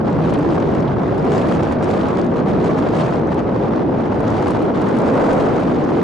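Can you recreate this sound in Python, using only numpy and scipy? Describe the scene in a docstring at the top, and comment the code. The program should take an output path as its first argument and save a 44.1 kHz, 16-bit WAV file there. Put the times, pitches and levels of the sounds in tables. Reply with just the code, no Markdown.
"""Gale on a pebble beach

Eddies buffet the two microphone ports of a hand-held camera with a deep roar that swells and glides.
One wind strength drives the rush, spurts and lesser rips and snaps: the finer the eddies, the faster
they grow with it, so each gust brightens and tears into hiss and crackle at the casing. One long surge
swells near the end, surf washes far behind the wind, and a quick gain control holds the level."""
import sys
import numpy as np
from scipy.fft import rfft, irfft, next_fast_len
from scipy.io import wavfile
from scipy.ndimage import uniform_filter1d, map_coordinates

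SR = 44100
rng = np.random.default_rng(int(sys.argv[2]) if len(sys.argv) > 2 else 0)


def master(y):
    """Save y as 16-bit WAV."""
    cut = np.clip(np.atleast_2d(y).T, -1, 1)
    pcm = np.round(cut * 32767)  # scale
    wavfile.write(sys.argv[1], SR, pcm.astype(np.int16))


N = 265923

# stereo width, how much the two ports differ: frequency_hz, side_minus_mid_db
PORT_WIDTH = [(60, -21), (110, -15), (190, -10), (340, -8), (610, -4), (1090, -3), (1940, -5), (3460, -7),
              (6160, -8), (11000, -16.5)]


def amp(db):
    """Decibels to gain."""
    return 10 ** (np.asarray(db) / 20)


def unit(x):
    """x at rms 1."""
    return x / np.sqrt(np.mean(x ** 2) + 1e-20)


def db_at(spectrum, hz):
    """Read (frequency_hz, level_db) points on a log frequency axis."""
    points_hz, points_db = np.transpose(spectrum)
    return np.interp(np.log(hz + 1), np.log(points_hz + 1), points_db)


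def envelope(points):
    """Join (time_s, value) points into one value per sample."""
    times, values = np.transpose(points)
    return np.interp(np.arange(N) / SR, times, values)


def wobble(rate_hz):
    """A smooth random curve with rate_hz knots a second."""
    knots = rng.standard_normal(int(N * rate_hz / SR) + 4)
    return map_coordinates(knots, [np.arange(N) * rate_hz / SR])


def filtered(x, response):
    """Equalise x with a gain given as a function of frequency."""
    size = next_fast_len(N + SR // 2)
    return irfft(rfft(x, size) * response(np.fft.rfftfreq(size, 1 / SR)), size)[..., :N]


def running_rms(x, seconds):
    """Smoothed level of all channels together."""
    size = max(int(seconds * SR), 2)
    power = uniform_filter1d(np.mean(x ** 2, axis=0), size)
    return np.sqrt(np.abs(uniform_filter1d(power, size)) + 1e-12)


def spread(pair):
    """Mix two unrelated signals, as mid and side, into the left and right ports."""
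    mid, side = pair[0], filtered(pair[1], lambda hz: amp(db_at(PORT_WIDTH, hz)))
    return np.array([mid + side, mid - side])


def at_ports(pair, spectrum):
    """Colour two unrelated signals and spread them over the ports."""
    return spread(filtered(pair, lambda hz: amp(db_at(spectrum, hz))))


def turbulence(spectrum, gain=1):
    """Stereo pressure noise, shaped by gain, then coloured and brought to rms 1."""
    return unit(at_ports(rng.standard_normal((2, N)) * gain, spectrum))


def wind_strength():
    """Slow gusts with short flares, lulls and a quick flurry on top, in dB."""
    # slow rise and fall of the wind: time_s, strength_db
    gusts = [(0, -6.5), (.3, -3.9), (.57, -4), (.9, -7.5), (1.22, -6), (1.33, -0.5), (1.54, -2),
             (1.7, -4.8), (2.03, -2), (2.33, -8), (2.7, -4), (3.0, -2), (3.14, -3.5), (3.23, -10.5),
             (3.72, -6.5), (3.87, -8.5), (4.15, -6.5), (4.47, -2), (4.72, -6.5), (4.87, -3.6), (5.2, 0.5),
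             (5.85, -5), (6.03, -3.2)]
    # brief flares and lulls: centre_s, half_length_s, extra_strength_db
    flares = [(0.034, 0.018, -9.5), (0.161, 0.037, -2.5), (0.552, 0.035, 2.5), (0.79, .02, 1.5),
              (0.84, .015, -1), (0.892, 0.018, -1.5), (0.957, .022, -4.5), (1.36, 0.042, 2),
              (1.536, .025, 2), (1.728, 0.013, 4), (1.778, 0.049, -5.5), (1.834, 0.012, 6),
              (1.87, 0.011, -3), (1.912, .014, 2), (2.145, .018, 0), (2.191, 0.0096, 5.5),
              (2.28, .028, -3.5), (2.374, 0.026, 5), (2.435, 0.027, -3), (2.497, 0.03, 3.5),
              (2.659, 0.032, 3), (2.783, 0.011, 4.5), (2.845, .018, -2), (3.009, 0.035, 4.5),
              (3.32, 0.02, 7.5), (3.387, .018, 8), (3.448, 0.054, -3), (3.86, 0.057, -2), (4.08, .07, 0),
              (4.32, 0.061, 2), (4.668, 0.022, -1.5), (4.727, .018, -4.5), (4.76, 0.013, 2.5),
              (4.88, 0.023, 1.5), (5.569, 0.032, -0.5)]
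    t = np.arange(N) / SR
    flares_db = sum(db * np.exp(-((t - centre_s) / half_s) ** 2) for centre_s, half_s, db in flares)
    flurry_db = 0.75 * wobble(rate_hz=25)
    return envelope(gusts) + flares_db + flurry_db


def buffet(lump_db, heave_db):
    """Large eddies press on both ports: a lumpy roar over a deep, heaving rumble."""
    # tone of the roar: frequency_hz, level_db
    roar_spectrum = [(30, -28), (70, -17), (110, -7), (150, 0.5), (200, 0.5), (250, 0), (320, 0.4),
                     (480, -6), (750, -19), (1200, -32.5), (2500, -80), (6000, -120)]
    # level ride of the roar: time_s, level_db
    roar_levels = [(0, -16.5), (.38, -18), (1.1, -17), (1.35, -16), (1.8, -19), (2.02, -17), (2.28, -17.5),
                   (2.7, -15.5), (3.2, -18.5), (3.6, -18), (3.9, -18), (4.35, -19), (5.15, -16),
                   (6.03, -17.5)]
    # tone of the rumble, the largest eddies: frequency_hz, level_db
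    rumble_spectrum = [(15, -21), (28, -10.5), (42, -2.5), (55, 1), (75, 6), (115, 9.5), (150, 2.5),
                       (220, -4), (400, -44), (1500, -120)]
    # level ride of the rumble: time_s, level_db
    rumble_levels = [(0, -29), (.28, -26), (.6, -27), (.92, -27.5), (1.25, -27), (1.65, -26), (2.2, -29.5),
                     (2.55, -28.5), (3.1, -30), (3.28, -27.5), (3.87, -31.5), (4.33, -24), (4.6, -30.5),
                     (6.03, -30.5)]
    roar_db = envelope(roar_levels) + lump_db * wobble(rate_hz=10)
    rumble_db = envelope(rumble_levels) + heave_db * wobble(rate_hz=5.4)
    roar, rumble = turbulence(roar_spectrum), turbulence(rumble_spectrum)
    steady_roar = roar / running_rms(roar, seconds=0.043)
    steady_rumble = rumble / running_rms(rumble, seconds=0.19)
    return amp(roar_db) * steady_roar + amp(rumble_db) * steady_rumble


def swells(relative_bandwidth):
    """Eddies shed by the casing roar in a narrow band that glides as the flow speeds up or slackens."""
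    # hollow swells of the roar: crest_s, half_length_s, pitch_hz, glide_octaves_per_s, level_db
    hollow_swells = [(0.243, 0.14, 160, 0.11, -19.5), (0.448, 0.11, 300, 1.78, -16),
                     (.86, 0.12, 150, -2.2, -21.5), (1.349, 0.067, 430, -0.2, -21),
                     (1.496, 0.089, 240, -2, -21.5), (2.55, 0.13, 180, -1.2, -20),
                     (2.827, .15, 295, -0.026, -25.5), (3.04, 0.12, 152, -.7, -22),
                     (3.823, 0.086, 313, 0, -22.5), (4.627, 0.057, 330, 2, -20.5),
                     (5.12, 0.23, 247.7, 1.14, -19.5), (5.748, 0.15, 240, -0.55, -24.5),
                     (5.962, 0.065, 380, 2, -18)]
    t = np.arange(N) / SR
    pair = np.zeros((2, N))
    for crest_s, half_s, pitch_hz, glide, level_db in hollow_swells:
        near = np.abs(t - crest_s) < 2.5 * half_s
        from_crest_s = t[near] - crest_s
        cycles = np.cumsum(pitch_hz * 2 ** (glide * from_crest_s)) / SR
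        # random drift in level and phase smears the gliding tone into a band of noise
        knots = rng.standard_normal((4, SR // 50))
        drift = np.array([map_coordinates(k, [cycles * relative_bandwidth], mode="mirror")
                          for k in knots])
        band = drift[:2] * np.cos(2 * np.pi * cycles) + drift[2:] * np.sin(2 * np.pi * cycles)
        fade = np.exp(-(from_crest_s / half_s) ** 2)
        pair[:, near] += amp(level_db) * fade * band / running_rms(band[:1], seconds=0.052)
    return spread(pair)


def rush(strength_db, eddies, flutter_db):
    """Smaller eddies give a throaty rush that flutters as each one passes."""
    # tone of the rush: frequency_hz, level_db
    rush_spectrum = [(120, -34), (230, -0.5), (330, -2.5), (520, 0), (800, -4), (1100, -9.5), (1500, -15.5),
                     (2100, -26.5), (3200, -42.5), (6000, -63), (11000, -120)]
    air = turbulence(rush_spectrum) * amp(flutter_db * eddies)
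    level_db = -18.5 + 0.44 * strength_db
    return amp(level_db) * air / running_rms(air, seconds=0.075)


def surge(crest_s, rise_s, fall_s, level_db):
    """One long, hollow swell of the roar rises to a crest and ebbs."""
    # tone of the surge: frequency_hz, level_db
    surge_spectrum = [(150, -13), (280, -3), (520, 3), (900, -6), (1500, -16), (3000, -36.5), (8000, -90)]
    from_crest_s = np.arange(N) / SR - crest_s
    fade = np.exp(-(from_crest_s / np.where(from_crest_s < 0, rise_s, fall_s)) ** 2)
    return amp(level_db) * fade * turbulence(surge_spectrum)


def spurts(strength_db, eddies, flutter_db, grain_db):
    """Flow tears off the casing in soft spurts a millisecond or two long, bunched under the eddies."""
    # tone of the hiss: frequency_hz, level_db
    hiss_spectrum = [(500, -23), (1200, 2.5), (2000, 5.5), (3300, -0.5), (4500, -6), (6000, -12.5),
                     (8000, -25), (11000, -25)]
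    # bright fizz of the finest eddies, heard in hard gusts: frequency_hz, level_db
    fizz_spectrum = [(2500, -26), (4500, 4), (5500, -1.5), (6700, 5), (8200, 0.5), (11000, -13),
                     (13000, -41)]
    grain = np.tanh(0.61 * wobble(rate_hz=800)) / 0.61  # rounded peaks keep the spurts soft
    tearing = amp(flutter_db * eddies + grain_db * grain)
    tearing = tearing / running_rms(tearing[None], seconds=0.11)
    hiss = amp(-36 + 1.02 * strength_db) * turbulence(hiss_spectrum, gain=tearing)
    fizz = amp(-51 + 2.55 * strength_db) * turbulence(fizz_spectrum, gain=tearing)
    return hiss + fizz


def rip(half_s, centre_hz, half_width_octaves=0.75, size=4096):
    """One short tear of band-passed noise, of about rms 1 at its crest."""
    fade = np.exp(-((np.arange(size) - size / 2) / SR / half_s) ** 2)
    octaves_off = np.log2((np.fft.rfftfreq(size, 1 / SR) + 1) / centre_hz)
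    band = np.exp(-(octaves_off / half_width_octaves) ** 2)
    burst = rng.standard_normal((2, size)) * fade
    return unit(irfft(rfft(burst) * band)) * np.sqrt(np.mean(fade ** 2))


def rips(strength_db, per_second, scatter_db, scatter_octaves):
    """Single eddies rip past the casing, each with its own colour: a crackle that rises in the gusts."""
    # hardest rips of air: crest_s, half_length_s, centre_hz, level_db
    hard_rips = [(.07, .004, 3500, -46), (.1297, .0015, 6000, -48), (.298, .003, 6500, -46),
                 (.345, .016, 2500, -39.5), (.4908, .0015, 5000, -43), (.505, .004, 3500, -41),
                 (.6025, .0015, 5500, -43), (.7499, .0012, 6000, -43), (.8054, .0015, 5000, -43),
                 (.882, .007, 2700, -41.5), (1.0338, .0012, 5000, -46), (1.1958, .0015, 5000, -45),
                 (1.38, .003, 4500, -38), (1.6333, .002, 6000, -38.5), (1.8436, .003, 6000, -42),
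                 (2.013, .0015, 2500, -32), (2.086, .002, 6000, -42), (2.1722, .002, 4700, -38),
                 (2.2156, .002, 4700, -39), (2.2659, .0015, 6000, -47), (2.4023, .0015, 5000, -44),
                 (2.643, .0015, 6000, -42), (2.7908, .0015, 5500, -43), (3.012, .025, 3000, -40),
                 (3.2727, .002, 5500, -46), (3.7621, .0015, 4700, -42), (4.2806, .003, 5000, -41),
                 (4.3042, .0015, 6000, -39), (4.4267, .003, 5500, -42), (4.7762, .0015, 5000, -45),
                 (4.8895, .0015, 6000, -40), (5.0193, .0015, 7000, -41), (5.335, .008, 8000, -45),
                 (5.5664, .0015, 6000, -42), (5.8405, .0012, 5500, -43), (5.8495, .0012, 5500, -42)]
    # the ports dull the top of every rip: frequency_hz, gain_db
    dulling = [(6800, 0), (8200, -7), (11000, -10)]
    times = rng.uniform(0, (N - 1) / SR, int(per_second * N / SR))
    lesser_rips = []
    for crest_s, (colour, force) in zip(times, rng.standard_normal((len(times), 2))):
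        half_s, centre_hz = 0.0012, 5200 * 2 ** (scatter_octaves * colour)
        level_db = -48 + 1.3 * strength_db[int(crest_s * SR)] + scatter_db * force
        lesser_rips.append((crest_s, half_s, centre_hz, level_db))
    pair = np.zeros((2, N + 2 * SR))  # a spare second at each end
    for crest_s, half_s, centre_hz, level_db in hard_rips + lesser_rips:
        burst = amp(level_db) * rip(half_s, centre_hz)
        length = burst.shape[1]
        start = SR + round(crest_s * SR) - length // 2
        pair[:, start:start + length] += burst
    return at_ports(pair[:, SR:SR + N], dulling)


def snaps(strength_db, per_second, scatter_db, stutter_s, stutter_loss_db):
    """Slaps of air tick sharply: hard ones that stutter, and lesser ones that grow with the wind."""
    # sharpest snaps at the ports: start_s, level_db
    hard_snaps = [(.306, -22), (.3393, -15), (.389, -18.5), (1.18, -23), (1.251, -22), (1.4863, -16.5),
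                  (1.724, -18.5), (2.249, -24.5), (3.198, -26), (3.3445, -21), (4.2055, -20),
                  (4.481, -16.5), (4.4845, -17), (4.5063, -13.5), (4.511, -17), (4.625, -22), (4.817, -18),
                  (4.9705, -18.5), (4.9876, -15), (5.3313, -14), (5.603, -20)]
    # tone of a snap: frequency_hz, gain_db
    snap_spectrum = [(400, -4.5), (1500, 4), (3500, 1.5), (7000, -1.5), (11000, -5.5)]
    lesser_hits = rng.random(N) < per_second / SR
    slaps = lesser_hits * amp(-33 + 1.5 * strength_db + scatter_db * rng.standard_normal(N))
    for start_s, level_db in hard_snaps:
        gaps_s = stutter_s * rng.uniform(0.5, 1.5, 2)
        for repeat, delay_s in enumerate([0, *np.cumsum(gaps_s)]):
            slaps[round((start_s + delay_s) * SR)] += amp(level_db - stutter_loss_db * repeat)
    polarity = np.sign(rng.standard_normal((2, N)))
    return at_ports(slaps * polarity, snap_spectrum)


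def surf(level_db, swell_db):
    """Distant breakers on the shingle merge into a slowly swelling wash."""
    # tone of the far wash: frequency_hz, level_db
    surf_spectrum = [(60, -27), (250, 22), (600, 10), (1500, -6.5), (3000, -12), (6000, -43), (11000, -48)]
    return amp(level_db + swell_db * wobble(rate_hz=0.59)) * turbulence(surf_spectrum)


def scene():
    """Wind over far surf; one wind strength and the same passing eddies drive the rush and the spurts."""
    strength_db = wind_strength()
    eddies = unit(wobble(rate_hz=200) + 0.5 * wobble(rate_hz=55))
    wind = buffet(lump_db=1.0, heave_db=0.5) + swells(relative_bandwidth=0.3)
    wind += rush(strength_db, eddies, flutter_db=2.5)
    wind += spurts(strength_db, eddies, flutter_db=0.7, grain_db=5)
    wind += rips(strength_db, per_second=60, scatter_db=2.6, scatter_octaves=0.45)
    wind += snaps(strength_db, per_second=18, scatter_db=2.6, stutter_s=0.002, stutter_loss_db=7.5)
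    wind += surge(crest_s=5.224, rise_s=0.24, fall_s=0.37, level_db=-15)
    return wind + surf(level_db=-37.0, swell_db=1)


def gain_control(x, knee_db, seconds):
    """Turns the sound down smoothly as its level nears the knee."""
    drive = running_rms(x, seconds) / amp(knee_db)
    return x / (1 + drive ** 4) ** (1 / 4)


def record(dry):
    """The camera rides the loudest lumps and keeps nothing above its band limit."""
    held = gain_control(dry, knee_db=-13.0, seconds=0.0095)
    return filtered(held, lambda hz: hz < 11150)


dry = scene()
out = record(dry)
master(out)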